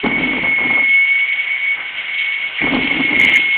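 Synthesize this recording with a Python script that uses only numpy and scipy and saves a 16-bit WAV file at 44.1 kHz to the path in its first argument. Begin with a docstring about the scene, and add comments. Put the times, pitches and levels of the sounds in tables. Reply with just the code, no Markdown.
"""A jet-engined truck rolls along a distant runway. From the start its compressor whines, as two wavering
tones, over filtered noise for the rushing air. Almost at once the afterburner lights with a bang: random
puffs of noise boom in the jet pipe and crackle for about a second. The whine and hiss carry on alone, then
at 2.6 s the flame lights again, and short surges of the tone make the whine stutter.
A narrow-band microphone clips on the loudest peaks."""
import sys
import numpy as np
from scipy import signal
from scipy.fft import rfft, irfft, next_fast_len
from scipy.io import wavfile
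from scipy.ndimage import uniform_filter1d

SR = 44100
rng = np.random.default_rng(int(sys.argv[2]) if len(sys.argv) > 2 else 0)


def rack_gain(trim_db):
    """Turn a fader trim in dB into the linear factor to multiply a signal by."""
    fader = np.asarray(trim_db, float)
    return 10 ** (fader / 20)


def log_audio(samples):
    """Write samples as a 16-bit WAV file to the path given in sys.argv[1]."""
    # one column per channel
    frames = np.atleast_2d(samples).T
    # limit to full scale, then quantise
    limited = np.clip(frames, -1, 1)
    pcm = np.round(limited * 32767).astype(np.int16)
    wavfile.write(sys.argv[1], SR, pcm)


N = 157437  # length in samples, about 3.6 s


def curve(rows, column, off=None):
    """One column of a table, joined by straight lines in time; "off" is its value outside the table."""
    rows = np.array(rows, float)
    return np.interp(np.arange(N) / SR, rows[:, 0], rows[:, column], left=off, right=off)


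def colour(x, points):
    """Shape x by (pitch_hz, level_db) points, falling steeply beyond the ends; rms 1."""
    points = np.array(points, float)
    size = next_fast_len(N + 4096)
    log_hz = np.log(np.maximum(np.arange(size // 2 + 1) * SR / size, 1))
    log_points = np.log(points[:, 0])
    below = np.maximum(log_points[0] - log_hz, 0)
    above = np.maximum(log_hz - log_points[-1], 0)
    # 81 dB per factor e in pitch is about 56 dB per octave
    shape_db = np.interp(log_hz, log_points, points[:, 1]) - 81 * (below + above)
    y = irfft(rfft(x, size) * rack_gain(shape_db), size)[:N]
    return y / np.sqrt(np.mean(y ** 2))


def walk(rate):
    """Slow chance changing about rate times a second; spread 1."""
    k = max(int(SR / rate), 2)
    w = uniform_filter1d(uniform_filter1d(rng.standard_normal(N), k), k)
    return w / w.std()


def noise():
    """Plain white noise, the raw stuff of rushing air and fire."""
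    return rng.standard_normal(N)


# how loud the moving air is: start_s, hump_level_db (noise round the tone), hiss_level_db (above it)
AIR_LEVELS = [(0.0, -46, -29), (0.04, -22, -34), (0.18, -25.5, -37.5), (0.21, -26.5, -30.5),
              (0.59, -23.5, -33), (0.76, -22.5, -31), (0.98, -26.5, -30), (1.76, -25, -32),
              (1.77, -28.5, -34), (2.22, -24.5, -26.5), (2.44, -27.5, -31), (2.55, -36.5, -28),
              (2.6, -19, -30), (2.72, -25.5, -27.5), (2.97, -22, -25), (3.17, -22, -27.5),
              (3.22, -15.5, -20), (3.33, -21.5, -23), (3.37, -12.5, -23), (3.39, -25.5, -26.5),
              (3.56, -27.5, -26.5)]
# tone colour of the hump: pitch_hz, level_db (per Hz, relative)
HUMP_COLOUR = [(1500, -23.5), (1750, -5.5), (1950, 0.5), (2150, 8.5), (2350, 4), (2550, -14.5), (2900, -12)]
# tone colour of the hiss: pitch_hz, level_db (per Hz, relative)
HISS_COLOUR = [(2000, -15.5), (2400, -3), (2650, -1), (2850, 0), (3150, 0), (3400, -8), (3800, -19.5),
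               (4200, -33)]
# how loud the jet is without its flame: start_s, level_db
DRY_JET_LEVELS = [(1.0, -39), (1.7, -39), (1.8, -37), (2.1, -39.5), (2.5, -36.5)]
# tone colour of that dry jet: pitch_hz, level_db (per Hz, relative)
DRY_JET_COLOUR = [(25, -23.5), (223, -18), (479, -15), (640, -12.5), (834, -9.5), (900, -12), (970, -8.5),
                  (1150, -10), (1450, -7), (1540, -0.5), (1640, -9.5), (1800, -9.5), (2340, -23)]
GUST_DB, HUMP_FLICKER_DB, JET_FLICKER_DB = 1.2 / 2, 1.2, 1.2


def air():
    """Turbulent intake noise heaped round the tone, hiss above it, a dull dry exhaust below."""
    gust = GUST_DB * walk(4.1)  # shared by hump and hiss
    hump_db = curve(AIR_LEVELS, 1) + gust + HUMP_FLICKER_DB * walk(51)
    hiss_db = curve(AIR_LEVELS, 2) + gust + 1.5 * walk(60) + 1.6 * walk(150)
    jet_db = curve(DRY_JET_LEVELS, 1) + JET_FLICKER_DB * walk(27)
    hump = rack_gain(hump_db) * colour(noise(), HUMP_COLOUR)
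    hiss = rack_gain(hiss_db) * colour(noise(), HISS_COLOUR)
    dry_jet = rack_gain(jet_db) * colour(noise(), DRY_JET_COLOUR)
    return hump + hiss + dry_jet


# short surges of the blade tone while the flame burns: peak_s, peak_level_db, half_width_s
SURGES_OF_TONE = [(0.447, -14, 0.0022), (2.617, -6.5, 0.001), (2.915, -10, 0.0043), (3.132, -6, 0.0033),
                  (3.147, -11, 0.0043), (3.1521, -4.5, 0.0013), (3.158, -4.5, 0.0014), (3.165, -4, .002),
                  (3.176, -12, 0.0042), (3.191, -10.5, 0.0092), (3.2007, -3, 0.0035), (3.2148, -1.5, 0.002),
                  (3.226, -8, 0.0069), (3.238, -6, 0.0053), (3.25, -0.5, 0.0027), (3.2608, -3.5, 0.0022),
                  (3.273, -9.5, .004), (3.282, -2.5, 0.0023), (3.289, -5, 0.0016), (3.297, -2.5, 0.0014),
                  (3.304, -5.5, 0.0023), (3.3408, -5.5, 0.0013)]


def surges():
    """The whine stutters: bell-shaped swells, given as the strength of the added tone."""
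    t = np.arange(N) / SR
    swells = np.zeros(N)
    for peak_s, level_db, half_width_s in SURGES_OF_TONE:
        swells += rack_gain(level_db) * np.exp(-((t - peak_s) / half_width_s) ** 2)
    return swells


# compressor speed, heard as its blade tone: start_s, pitch_hz
BLADE_PITCH = [(0, 2220), (0.2, 2212), (0.45, 2197), (0.7, 2180), (0.85, 2187), (1.0, 2204), (1.15, 2220),
               (1.35, 2224), (1.75, 2221), (2.1, 2214), (2.5, 2208), (2.7, 2199), (2.9, 2189), (3.15, 2175),
               (3.36, 2167), (3.57, 2187)]
# blade tone as it arrives through turbulent air: start_s, level_db (rms)
BLADE_LEVELS = [(0.0, -30), (0.04, -31), (0.075, -28.5), (0.14, -15), (0.18, -20.5), (0.21, -33),
                (0.24, -13), (0.27, -24.5), (0.29, -17.5), (0.37, -22.5), (0.39, -32), (0.44, -24.5),
                (0.45, -19.5), (0.488, -15), (0.55, -16), (0.64, -18), (0.69, -15), (0.81, -11.5),
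                (0.822, -19), (0.835, -13), (0.97, -9.5), (1.05, -11.5), (1.08, -16.5), (1.11, -12.5),
                (1.24, -16), (1.26, -24), (1.32, -15.5), (1.37, -26), (1.4, -15.5), (1.44, -25.5),
                (1.52, -17.5), (1.57, -22.5), (1.585, -33), (1.6, -20.5), (1.73, -15.5), (1.77, -36),
                (1.87, -26.5), (1.95, -39), (2.0, -20.5), (2.03, -48), (2.05, -28.5), (2.21, -20.5),
                (2.4, -22.5), (2.47, -20.5), (2.51, -37), (2.55, -30), (2.57, -30), (2.69, -15.5),
                (2.74, -26.5), (2.77, -23), (3.01, -22.5), (3.03, -16.5), (3.1, -16.5), (3.12, -36),
                (3.305, -39), (3.322, -12), (3.37, -12.5), (3.4, -15), (3.47, -17.5), (3.52, -14),
                (3.56, -14.5)]
# weaker tone of a second blade row: start_s, level_db (rms)
SECOND_ROW_LEVELS = [(0, -53), (0.85, -47), (1.0, -34), (1.25, -41), (1.45, -46), (2.4, -40), (2.6, -37),
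                     (2.75, -46), (3.0, -34), (3.15, -35), (3.27, -43), (3.34, -28), (3.39, -30),
                     (3.43, -27), (3.52, -41)]
SECOND_RATIO = 1.288  # pitch of the second tone over the first
BLADE_FLUTTER_DB, SECOND_FLUTTER_DB = 1.0, 2.5
BLADE_WOBBLE_RAD, SECOND_WOBBLE_RAD, SECOND_WOBBLES_PER_S = 0.067, 1.3, 140


def whine():
    """Two blade tones; the air on the way makes them flutter in level and phase."""
    phase = 2 * np.pi * np.cumsum(curve(BLADE_PITCH, 1)) / SR
    blade_tone = np.sin(phase + BLADE_WOBBLE_RAD * walk(44))
    blade_db = curve(BLADE_LEVELS, 1) + BLADE_FLUTTER_DB * walk(68) + 0.11 * walk(130)
    second_wobble = SECOND_WOBBLE_RAD * walk(SECOND_WOBBLES_PER_S)
    second_tone = np.sin(SECOND_RATIO * phase + second_wobble)
    second_db = curve(SECOND_ROW_LEVELS, 1) + SECOND_FLUTTER_DB * walk(53)
    steady = rack_gain(blade_db) * blade_tone + rack_gain(second_db) * second_tone
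    return np.sqrt(2) * steady + surges() * blade_tone  # root 2 turns rms into peak


# the two burns of the afterburner, one list each: start_s, boom_level_db, crackle_level_db
BURNS = [
    [(0.03, -44, -41), (0.042, -21.5, -22), (0.158, -26, -30), (0.182, -22, -27), (0.228, -25, -31.5),
     (0.372, -28, -31.5), (0.38, -22.5, -32), (0.43, -25, -29), (0.55, -34, -37), (0.578, -34.5, -34),
     (0.676, -26.5, -27), (0.765, -29, -25), (0.806, -33.5, -32.5), (0.89, -45.5, -52), (0.95, -48.5, -70)],
    [(2.608, -29, -39), (2.618, -20, -24.5), (2.698, -25.5, -28), (2.76, -19.5, -26), (2.87, -31, -31.5),
     (2.944, -24, -29.5), (3.03, -25.5, -31.5), (3.06, -31, -42), (3.114, -26.5, -23.5),
     (3.13, -25.5, -34.5), (3.296, -24, -28), (3.368, -31, -35), (3.39, -30, -40), (3.418, -42.5, -43),
     (3.484, -38, -66), (3.56, -68, -59)],
]
# tone colour of jet pipe and open air: pitch_hz, level_db (per Hz, relative)
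BOOM_COLOUR = [(21, -45), (35, -13), (97, -18.5), (166, -7), (206, -9), (264, 0.5), (396, -11.5),
               (430, -10), (600, -19), (780, -40.5)]
# tone colour of the crackle: pitch_hz, level_db (per Hz, relative)
CRACKLE_COLOUR = [(350, -7.5), (500, 2), (650, 3.5), (850, 7), (1100, 2), (1500, -1.5), (2200, -18.5),
                  (3200, -5.5), (4200, -40)]
POPS_PER_S, POP_SPREAD_DB, POP_MS = 430, 3, 5.3  # POP_MS: time for a puff's power to fall to 1/e
CRACKLE_GRAIN_DB = 3.5


def flame():
    """Uneven pockets of fuel burn as short puffs of pressure; they boom in the pipe and crackle on top."""
    pop_db = POP_SPREAD_DB * np.minimum(rng.exponential(size=N), 2.5)
    pops = (rng.random(N) < POPS_PER_S / SR) * rack_gain(pop_db)
    fade = np.exp(-1000 / (POP_MS * SR))  # power kept from one sample to the next
    power = signal.lfilter([1], [1, -fade], pops ** 2)
    puffs = np.sqrt(power) * rack_gain(0.84 * walk(21))
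    boom = colour(puffs * noise(), BOOM_COLOUR)
    grain = rack_gain(CRACKLE_GRAIN_DB * walk(150))
    crackle = colour(puffs * grain * noise(), CRACKLE_COLOUR)
    fire = np.zeros(N)
    for burn in BURNS:
        fire += rack_gain(curve(burn, 1, off=-120)) * boom
        fire += rack_gain(curve(burn, 2, off=-120)) * crackle
    return fire


# loudest bangs of the flame: peak_s, peak_level_db, main_pitch_hz
FLAME_BANGS = [(0.043, -12.5, 414), (0.07, -11, 227), (0.095, -20.5, 260), (0.182, -23, 260),
               (0.203, -15.5, 298), (0.264, -16.5, 270), (0.315, -18.5, 261), (0.384, -22, 261),
               (0.434, -18, 243), (0.659, -20, 287), (0.708, -22.5, 256), (2.627, -23, 324),
               (2.727, -12, 259), (2.75, -9.5, 285), (2.772, -15, 238), (2.833, -18.5, 298),
               (2.849, -14, 260), (2.964, -18.5, 307), (3.0101, -11, 267), (3.055, -17.5, 286),
               (3.113, -15, 282), (3.263, -21.5, 277), (3.393, -28.5, 270)]
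BANG_WIDTH_S = 0.007  # half-width of the swell
CRACK_DB, CRACK_LEAD_S, CRACK_FALL_S = -2, .005, .004  # CRACK_DB: gain on the smoothed noise


def bangs():
    """Each bang: a few cycles of the pipe that swell and die, with a sharp crack on the front."""
    out = np.zeros(N)
    half = SR // 30
    t = np.arange(-half, half) / SR
    for peak_s, level_db, pitch_hz in FLAME_BANGS:
        crack = rack_gain(CRACK_DB) * uniform_filter1d(rng.standard_normal(len(t)), size=8)
        # starts sharply just before the peak of the swell, then dies away
        crack *= (t > -CRACK_LEAD_S) * np.exp(-np.abs(t + CRACK_LEAD_S) / CRACK_FALL_S)
        swell = np.exp(-(t / BANG_WIDTH_S) ** 2) * np.sin(2 * np.pi * pitch_hz * t)
        i = int(peak_s * SR) - half
        out[i:i + len(t)] += rack_gain(level_db) * (swell + crack)
    return out


def scene():
    """All layers, one channel."""
    return (air() + whine() + flame() + bangs())[None]


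def band_limit(x):
    """A steep low-pass at the top of the band."""
    return signal.sosfilt(signal.butter(12, 15800, fs=SR, output="sos"), x)


SATURATE_AT, CLIP_AT = 1, .7  # sample values; full scale is 1
TOP_HZ = 4300


def record(dry):
    """A softly saturating, narrow microphone with a steep top cut, then hard clipping of the highest peaks."""
    soft = SATURATE_AT * np.tanh(dry / SATURATE_AT)
    top_cut = signal.ellip(10, .3, 90, TOP_HZ, fs=SR, output="sos")
    narrow = signal.sosfilt(top_cut, soft)
    clipped = np.clip(narrow, -CLIP_AT, CLIP_AT)
    return band_limit(clipped)


dry = scene()
out = record(dry)
log_audio(out)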